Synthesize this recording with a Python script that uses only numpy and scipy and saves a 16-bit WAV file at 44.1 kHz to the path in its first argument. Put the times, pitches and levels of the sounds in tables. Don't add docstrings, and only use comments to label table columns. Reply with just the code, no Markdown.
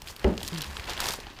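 import sys
import numpy as np
from scipy import signal
from scipy.fft import rfft, irfft
from scipy.io import wavfile
from scipy.ndimage import uniform_filter1d

SR = 44100
rng = np.random.default_rng(int(sys.argv[2]) if len(sys.argv) > 2 else 0)


def invert_db(x):
    u = np.asarray(x, float) / 20
    return 10 ** u


def to_wav(sig):
    pcm = np.clip(np.atleast_2d(sig), -1, 1) * 32767
    pcm = np.round(pcm).astype(np.int16)
    wavfile.write(sys.argv[1], SR, pcm.T)


N = 61739

# (time [s], peak level [dB], body [Hz], treble
# share [dB])
CREASE_SNAPS = [(0.0189, -27.0, 4120, -3), (0.073, -26.0, 2680, -11), (0.0795, -32.5, 3270, -11),
                (0.0846, -26.0, 3360, -8), (0.0976, -33.5, 3190, -3), (0.1638, -28.0, 3380, -1),
                (0.1953, -31.0, 4090, -5), (0.3782, -21.5, 3080, -20), (0.4048, -28.0, 3550, -11),
                (0.4066, -28.0, 3740, -11), (0.4137, -29.5, 2680, -15), (0.431, -24.0, 3280, -4),
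                (0.431, -22.0, 3280, -4), (0.4333, -30.5, 3150, -4), (0.4491, -27.0, 3320, -12),
                (0.4566, -32.5, 3820, -11), (0.4649, -31.0, 4590, -3), (0.4712, -27.5, 4070, -1),
                (0.478, -20.0, 4780, -3), (0.4835, -25.5, 4110, 0), (0.4851, -24.0, 3840, -4),
                (0.5018, -33.5, 2280, -3), (0.5301, -28.0, 3160, -15), (0.5402, -28.0, 4600, -7),
                (0.5471, -25.5, 3960, -9), (0.5562, -36.5, 2740, -15), (0.5606, -24.5, 2590, -14),
                (0.574, -26.5, 3690, -10), (0.5758, -26.0, 3320, -10), (0.5797, -26.0, 4660, -7),
                (0.5818, -26.0, 4230, -5), (0.5851, -26.0, 4750, -5), (0.608, -19.5, 3440, -11),
                (0.6182, -19.5, 4800, -1), (0.6239, -22.5, 3180, -13), (0.6275, -29.5, 2810, -14),
                (0.6367, -27.5, 3110, -14), (0.6432, -25.5, 3880, -10), (0.6655, -31.0, 2950, -10),
                (0.7311, -37.0, 3430, -6), (0.7684, -23.0, 3440, -17), (0.7965, -25.5, 2730, -13),
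              (0.8051, -32.5, 2510, -14), (0.8404, -29.5, 2980, -17), (0.8429, -31.0, 3180, -17),
              (0.8554, -34.5, 3810, -12), (0.8767, -26.5, 2400, -19), (0.8793, -27.5, 2530, -23),
              (0.8848, -31.5, 2310, -18), (0.8963, -19.0, 3680, -8), (0.8978, -26.0, 3540, -12),
              (0.9019, -24.5, 3520, -10), (0.9058, -26.0, 3110, -8), (0.9112, -28.0, 3120, -14),
              (0.9143, -24.5, 2510, -14), (0.9235, -30.5, 2650, -15), (0.9343, -24.5, 4100, -9),
              (0.9771, -21.5, 3280, -14), (0.9925, -25.5, 3030, -13), (1.0032, -14.0, 4670, -3),
              (1.0072, -20.0, 4130, -4), (1.0157, -23.5, 3420, -7), (1.0249, -24.0, 2650, -11),
              (1.0368, -25.5, 3490, -11), (1.0419, -18.5, 3540, -8), (1.0562, -19.5, 4440, -4),
              (1.0582, -20.5, 4390, -6), (1.0679, -19.5, 3180, -3), (1.0848, -21.5, 3550, -9),
              (1.0868, -15.0, 3750, -6), (1.0982, -25.0, 3430, -10), (1.1067, -19.5, 3500, -6),
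              (1.12, -23.5, 3380, -2), (1.1363, -19.0, 3980, 1), (1.1409, -28.5, 2840, -6),
              (1.1539, -31.0, 3900, -6), (1.2016, -30.0, 3800, -6), (1.2382, -35.0, 2560, -19),
              (1.2683, -31.0, 2910, -23), (1.3013, -34.5, 3180, -20), (1.3659, -37.0, 3090, -19),
              (1.3886, -30.5, 3400, -21)]
# (time [s], peak level [dB], body [Hz], treble
# share [dB])
SNAPS_SLACK = [(.2436, -18, 1500, -25), (.768, -26, 1150, -40), (1.003, -23, 1250, -40),
               (1.05, -26, 780, -40), (1.058, -25, 780, -40), (1.086, -28, 800, -40),
               (1.093, -28, 700, -40), (1.139, -25, 1100, -40), (1.1865, -31, 420, -40),
               (.893, -27, 500, -40), (.414, -29, 750, -40), (1.2682, -31, 800, -40),
               (1.305, -38, 350, -40), (1.328, -39, 240, -40), (.5225, -30, 280, -40),
               (1.098, -28, 300, -40), (.02, -38, 650, -40), (1.391, -35, 1200, -40),
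               (1.027, -28, 1100, -40)]
# (time [s], rustle level [dB], brightness [dB])
HAND_WORK = [(0, -53, -10), (.07, -50.5, 5), (.1, -43.5, 6.5), (.15, -54.5, 0.5), (.24, -45, -6),
             (.36, -50.5, -1), (.45, -44, 4.5), (.52, -46, -1), (.6, -43, -4), (.7, -44.5, 1),
             (.86, -44, -6.5), (.9, -35.5, -2), (.96, -40.5, -11.5), (1.02, -34.5, 1.5), (1.1, -34, 4),
             (1.16, -44.5, 5.5), (1.23, -47.5, -7), (1.4, -51, -18)]
# (frequency [Hz], level [dB])
FILM_COLOUR = [(120, -29), (220, -6), (509, -2), (806, -1.5), (1870, -3.5), (6170, -12), (10000, -17),
               (16000, -19)]
# (time [s], strength [dB], hardness [Hz], share of the deep boom [dB])
BLOWS = [
    (.2432, -19, 2500, -12),
    (.2484, -16, 1800, -3),
    (.2770, -29, 400, -14),
    (.3000, -26, 400, -20),
    (.3150, -28, 260, -20),
    (.3620, -33, 260, -8),
    (.432, -39, 260, -3),
]
# (frequency [Hz], level [dB], 60 dB decay [s])
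SHELL_MODES = [(386, 4, .085), (120, -12, .15), (186, -8, .18), (217, -6, .25), (250, -3, .08),
               (310, -8, .15), (428, -12, .08), (575, -13, .15), (660, -19, .1), (807, -14, .05)]
# (time [s], slips per second [Hz], level [dB])
GROAN = [
    (.521, 160, -30),
    (.528, 163, -33.5),
    (.553, 175, -33),
    (.567, 162, -38),
    (.582, 160, -36),
    (.6, 148, -41),
    (.62, 143, -43),
    (.635, 140, -52),
]
# (time [s], slips per second [Hz], level [dB])
DRAG = [
    (.65, 62.5, -52),
    (.68, 68.8, -39.5),
    (.74, 70.5, -44),
    (.80, 66.4, -47),
    (.83, 63.7, -80),
]
# (frequency [Hz], level [dB])
RUMBLE_COLOUR = [(11, -31), (18, -1), (70, -1), (130, -8), (200, -12), (400, -14), (520, -24), (880, -70)]
# (frequency [Hz], level per Hz [dB])
BACKGROUND_COLOUR = [(12, -28), (20, 1.5), (1660, -33), (4420, -23), (13900, -26.5), (16000, -24)]

SNAP_GAIN_DB, SNAP_RISE_S, SNAP_T60_S, SNAP_JAG_DB = -1.3, .0002, .013, 3
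SNAP_TREBLE_DB, SNAP_RING_DB, SNAP_POP_DB, SNAP_POP_HZ = -1, -4, -13, 900
SNAP_WIDTH, SNAP_TICK, SNAP_RING_CYCLES = .6, 4, 11
GRAINS_PER_S, GRAIN_SPREAD_DB, GRAIN_T60_S, GRAIN_DB, HISS_DB = 2000, 2.1, .011, 2.5, -2
BOOM_HZ, BOOM_DB, BOOM_HOLD_S, BOOM_SAG_DB, BOOM_T60_S = 62.5, 10.5, .055, -20, 0.16
RING_RISE_S, DETUNE, WOBBLE_DB = .003, .06, 3
PUFF_DB, PUFF_T60_S, PUFF_HZ = -6, 0.3, 560
SLIP_JITTER, GROAN_OVERTONES_DB, DRAG_OVERTONES_DB = .015, (-10.5, -26), (-16, -13)
RUMBLE_DB, RUMBLE_FOLLOW, RUMBLE_LUMP_DB = -2.5, 0.61, 1.5
ROOM_DB, ROOM_T60_S, ROOM_TREBLE_T60_S = -20, 0.47, 0.063
BACKGROUND_DB = -61.5
EDGE_HZ, ABOVE_EDGE_DB = 15170, -21


def evened(x):
    return x / np.sqrt(np.mean(x ** 2) + 1e-20)


def coloured(x, points):
    f, db = np.transpose(points)
    hz = np.fft.rfftfreq(len(x), 1 / SR)
    gain = invert_db(np.interp(np.log(hz + 1), np.log(f + 1), db))
    return irfft(rfft(x) * gain, len(x))


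def add(mix, s, sound):
    part = mix[round(s * SR):][:len(sound)]
    part += sound[:len(part)]


def band(x, lo_hz, hi_hz, order=2):
    edges = [lo_hz, min(hi_hz, .49 * SR)]
    return signal.sosfilt(signal.butter(order, edges, "bandpass", fs=SR, output="sos"), x)


def slow(hz):
    return evened(band(rng.standard_normal(N), hz / 8, hz))


def curve(table, column=1):
    columns = np.transpose(table)
    return np.interp(np.arange(N) / SR, columns[0], columns[column])


def thumps():
    out, t = np.zeros(N), np.arange(SR // 2) / SR
    boom_db = BOOM_DB + BOOM_SAG_DB * t / BOOM_HOLD_S - 60 * np.maximum(t - BOOM_HOLD_S, 0) / BOOM_T60_S
    boom = invert_db(boom_db) * np.sin(2 * np.pi * BOOM_HZ * t)
    hz, mode_db, t60 = np.transpose(SHELL_MODES)[:, :, None]
    landing_s = BLOWS[1][0]
    for s, db, hard_hz, boom_share_db in BLOWS:
        air = rng.standard_normal(len(t))
        rub = evened(uniform_filter1d(rng.standard_normal((len(SHELL_MODES), len(t))), size=500))
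        late = np.clip((s + t - landing_s) / BOOM_HOLD_S, 0, 1)
        shift = 1 + DETUNE * late[0] * rng.standard_normal(hz.shape)
        mode_level = invert_db(mode_db - 60 * t / t60 + WOBBLE_DB * late * rub)
        ring = (mode_level * np.sin(2 * np.pi * hz * shift * t)).sum(axis=0)
        puff = invert_db(PUFF_DB - 60 * t / PUFF_T60_S) * evened(band(air, PUFF_HZ / 5, PUFF_HZ))
        body = (1 - np.exp(-t / RING_RISE_S)) * (ring + invert_db(boom_share_db) * boom)
        add(out, s, invert_db(db) * band(puff - body, 57, hard_hz, order=1))
    return out


def judder(table, overtones_db):
    t = np.arange(N) / SR
    turns = np.cumsum(curve(table) * (1 + SLIP_JITTER * slow(53))) / SR
    tone = np.sin(2 * np.pi * turns)
    for k, db in enumerate(overtones_db, start=2):
        tone += invert_db(db) * np.sin(2 * np.pi * k * turns)
    gate = np.clip(np.minimum(t - table[0][0], table[-1][0] - t) / 0.0027, 0, 1)
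    return np.sqrt(2) * invert_db(curve(table, column=2)) * gate * tone


def snaps():
    out, t = np.zeros(N), np.arange(1024) / SR
    rows = CREASE_SNAPS + SNAPS_SLACK
    tick = SNAP_TICK * (np.arange(len(t)) == round(SNAP_RISE_S * SR))
    draws = rng.standard_normal((len(rows), 4, len(t))) - tick
    for (s, db, hz, treble_db), (body_air, edge_air, pop_air, jag_air) in zip(rows, draws):
        jag = evened(uniform_filter1d(jag_air, size=20))
        shape = np.minimum(t / SNAP_RISE_S, 1) * invert_db(-60 * t / SNAP_T60_S + SNAP_JAG_DB * jag)
        body = band(body_air * shape, hz * (1 - .5 * SNAP_WIDTH), hz * (1 + SNAP_WIDTH))
        edge = band(edge_air * shape, 6500, 16000)
        pop = band(pop_air * shape, SNAP_POP_HZ / 2, SNAP_POP_HZ * 2)
        ring = np.sin(2 * np.pi * hz * t) * invert_db(-60 * t * hz / SNAP_RING_CYCLES)
        burst = evened(body) + invert_db(SNAP_RING_DB) * evened(ring)
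        burst += invert_db(treble_db + SNAP_TREBLE_DB) * evened(edge) + invert_db(SNAP_POP_DB) * evened(pop)
        add(out, s, invert_db(db + SNAP_GAIN_DB) * burst / abs(burst).max())
    return out


def rustle():
    size = invert_db(GRAIN_SPREAD_DB * np.minimum(rng.exponential(1, N), 5))
    size *= rng.random(N) < GRAINS_PER_S / SR
    kind, t, grains = rng.integers(0, 30, N), np.arange(800) / SR, np.zeros(N)
    for k, hz in enumerate(np.geomspace(500, 14000, num=30)):
        grain = band(rng.standard_normal(len(t)) * invert_db(-60 * t / GRAIN_T60_S), hz / 1.65, hz * 1.56)
        grains += signal.oaconvolve(size * (kind == k), evened(grain) * np.sqrt(hz))[:N]
    hiss = invert_db(HISS_DB + 1.5 * slow(35)) * rng.standard_normal(N)
    film = coloured(invert_db(GRAIN_DB) * evened(grains) + hiss, FILM_COLOUR)
    film = film / np.std(band(film, 570, 13400))
    treble = band(film, 3600, 18800)
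    brightness = invert_db(curve(HAND_WORK, column=2))
    return invert_db(curve(HAND_WORK)) * (film + (brightness - 1) * treble)


def rumble():
    work_db = curve(HAND_WORK)
    follow_db = work_db.mean() + RUMBLE_FOLLOW * (work_db - work_db.mean())
    level = invert_db(RUMBLE_DB + follow_db + RUMBLE_LUMP_DB * slow(19.4))
    return level * evened(coloured(rng.standard_normal(N), RUMBLE_COLOUR + [(900, -90)]))


def room(x):
    taps, t = np.zeros(SR // 2), np.arange(SR // 2) / SR
    at = np.arange(200, len(taps) - 20, 20)
    taps[at + rng.integers(0, 20, len(at))] = rng.choice([-1., 1.], len(at))
    tail = band(taps, 150, 5600) * invert_db(-60 * t / ROOM_T60_S)
    tail += band(taps, 1800, 23000) * invert_db(-60 * t / ROOM_TREBLE_T60_S)
    return signal.fftconvolve(x, tail / np.linalg.norm(tail))[:N]


def background():
    return invert_db(BACKGROUND_DB) * evened(coloured(rng.standard_normal(N), BACKGROUND_COLOUR))


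def scene():
    near = snaps() + thumps()
    steady = background()
    echoes = invert_db(ROOM_DB) * room(near)
    slips = judder(GROAN, GROAN_OVERTONES_DB) + judder(DRAG, DRAG_OVERTONES_DB)
    mix = near + echoes + slips + rustle() + rumble() + steady
    return mix[None]


def top_cut(x):
    return signal.sosfilt(signal.butter(12, 16640, fs=SR, output="sos"), x)


def record(dry):
    low, wide = (signal.oaconvolve(dry, signal.firwin(255, hz, fs=SR)[None], "same")
                 for hz in (EDGE_HZ, 16500))
    return top_cut(low + invert_db(ABOVE_EDGE_DB) * (wide - low))


dry = scene()
out = record(dry)
to_wav(out)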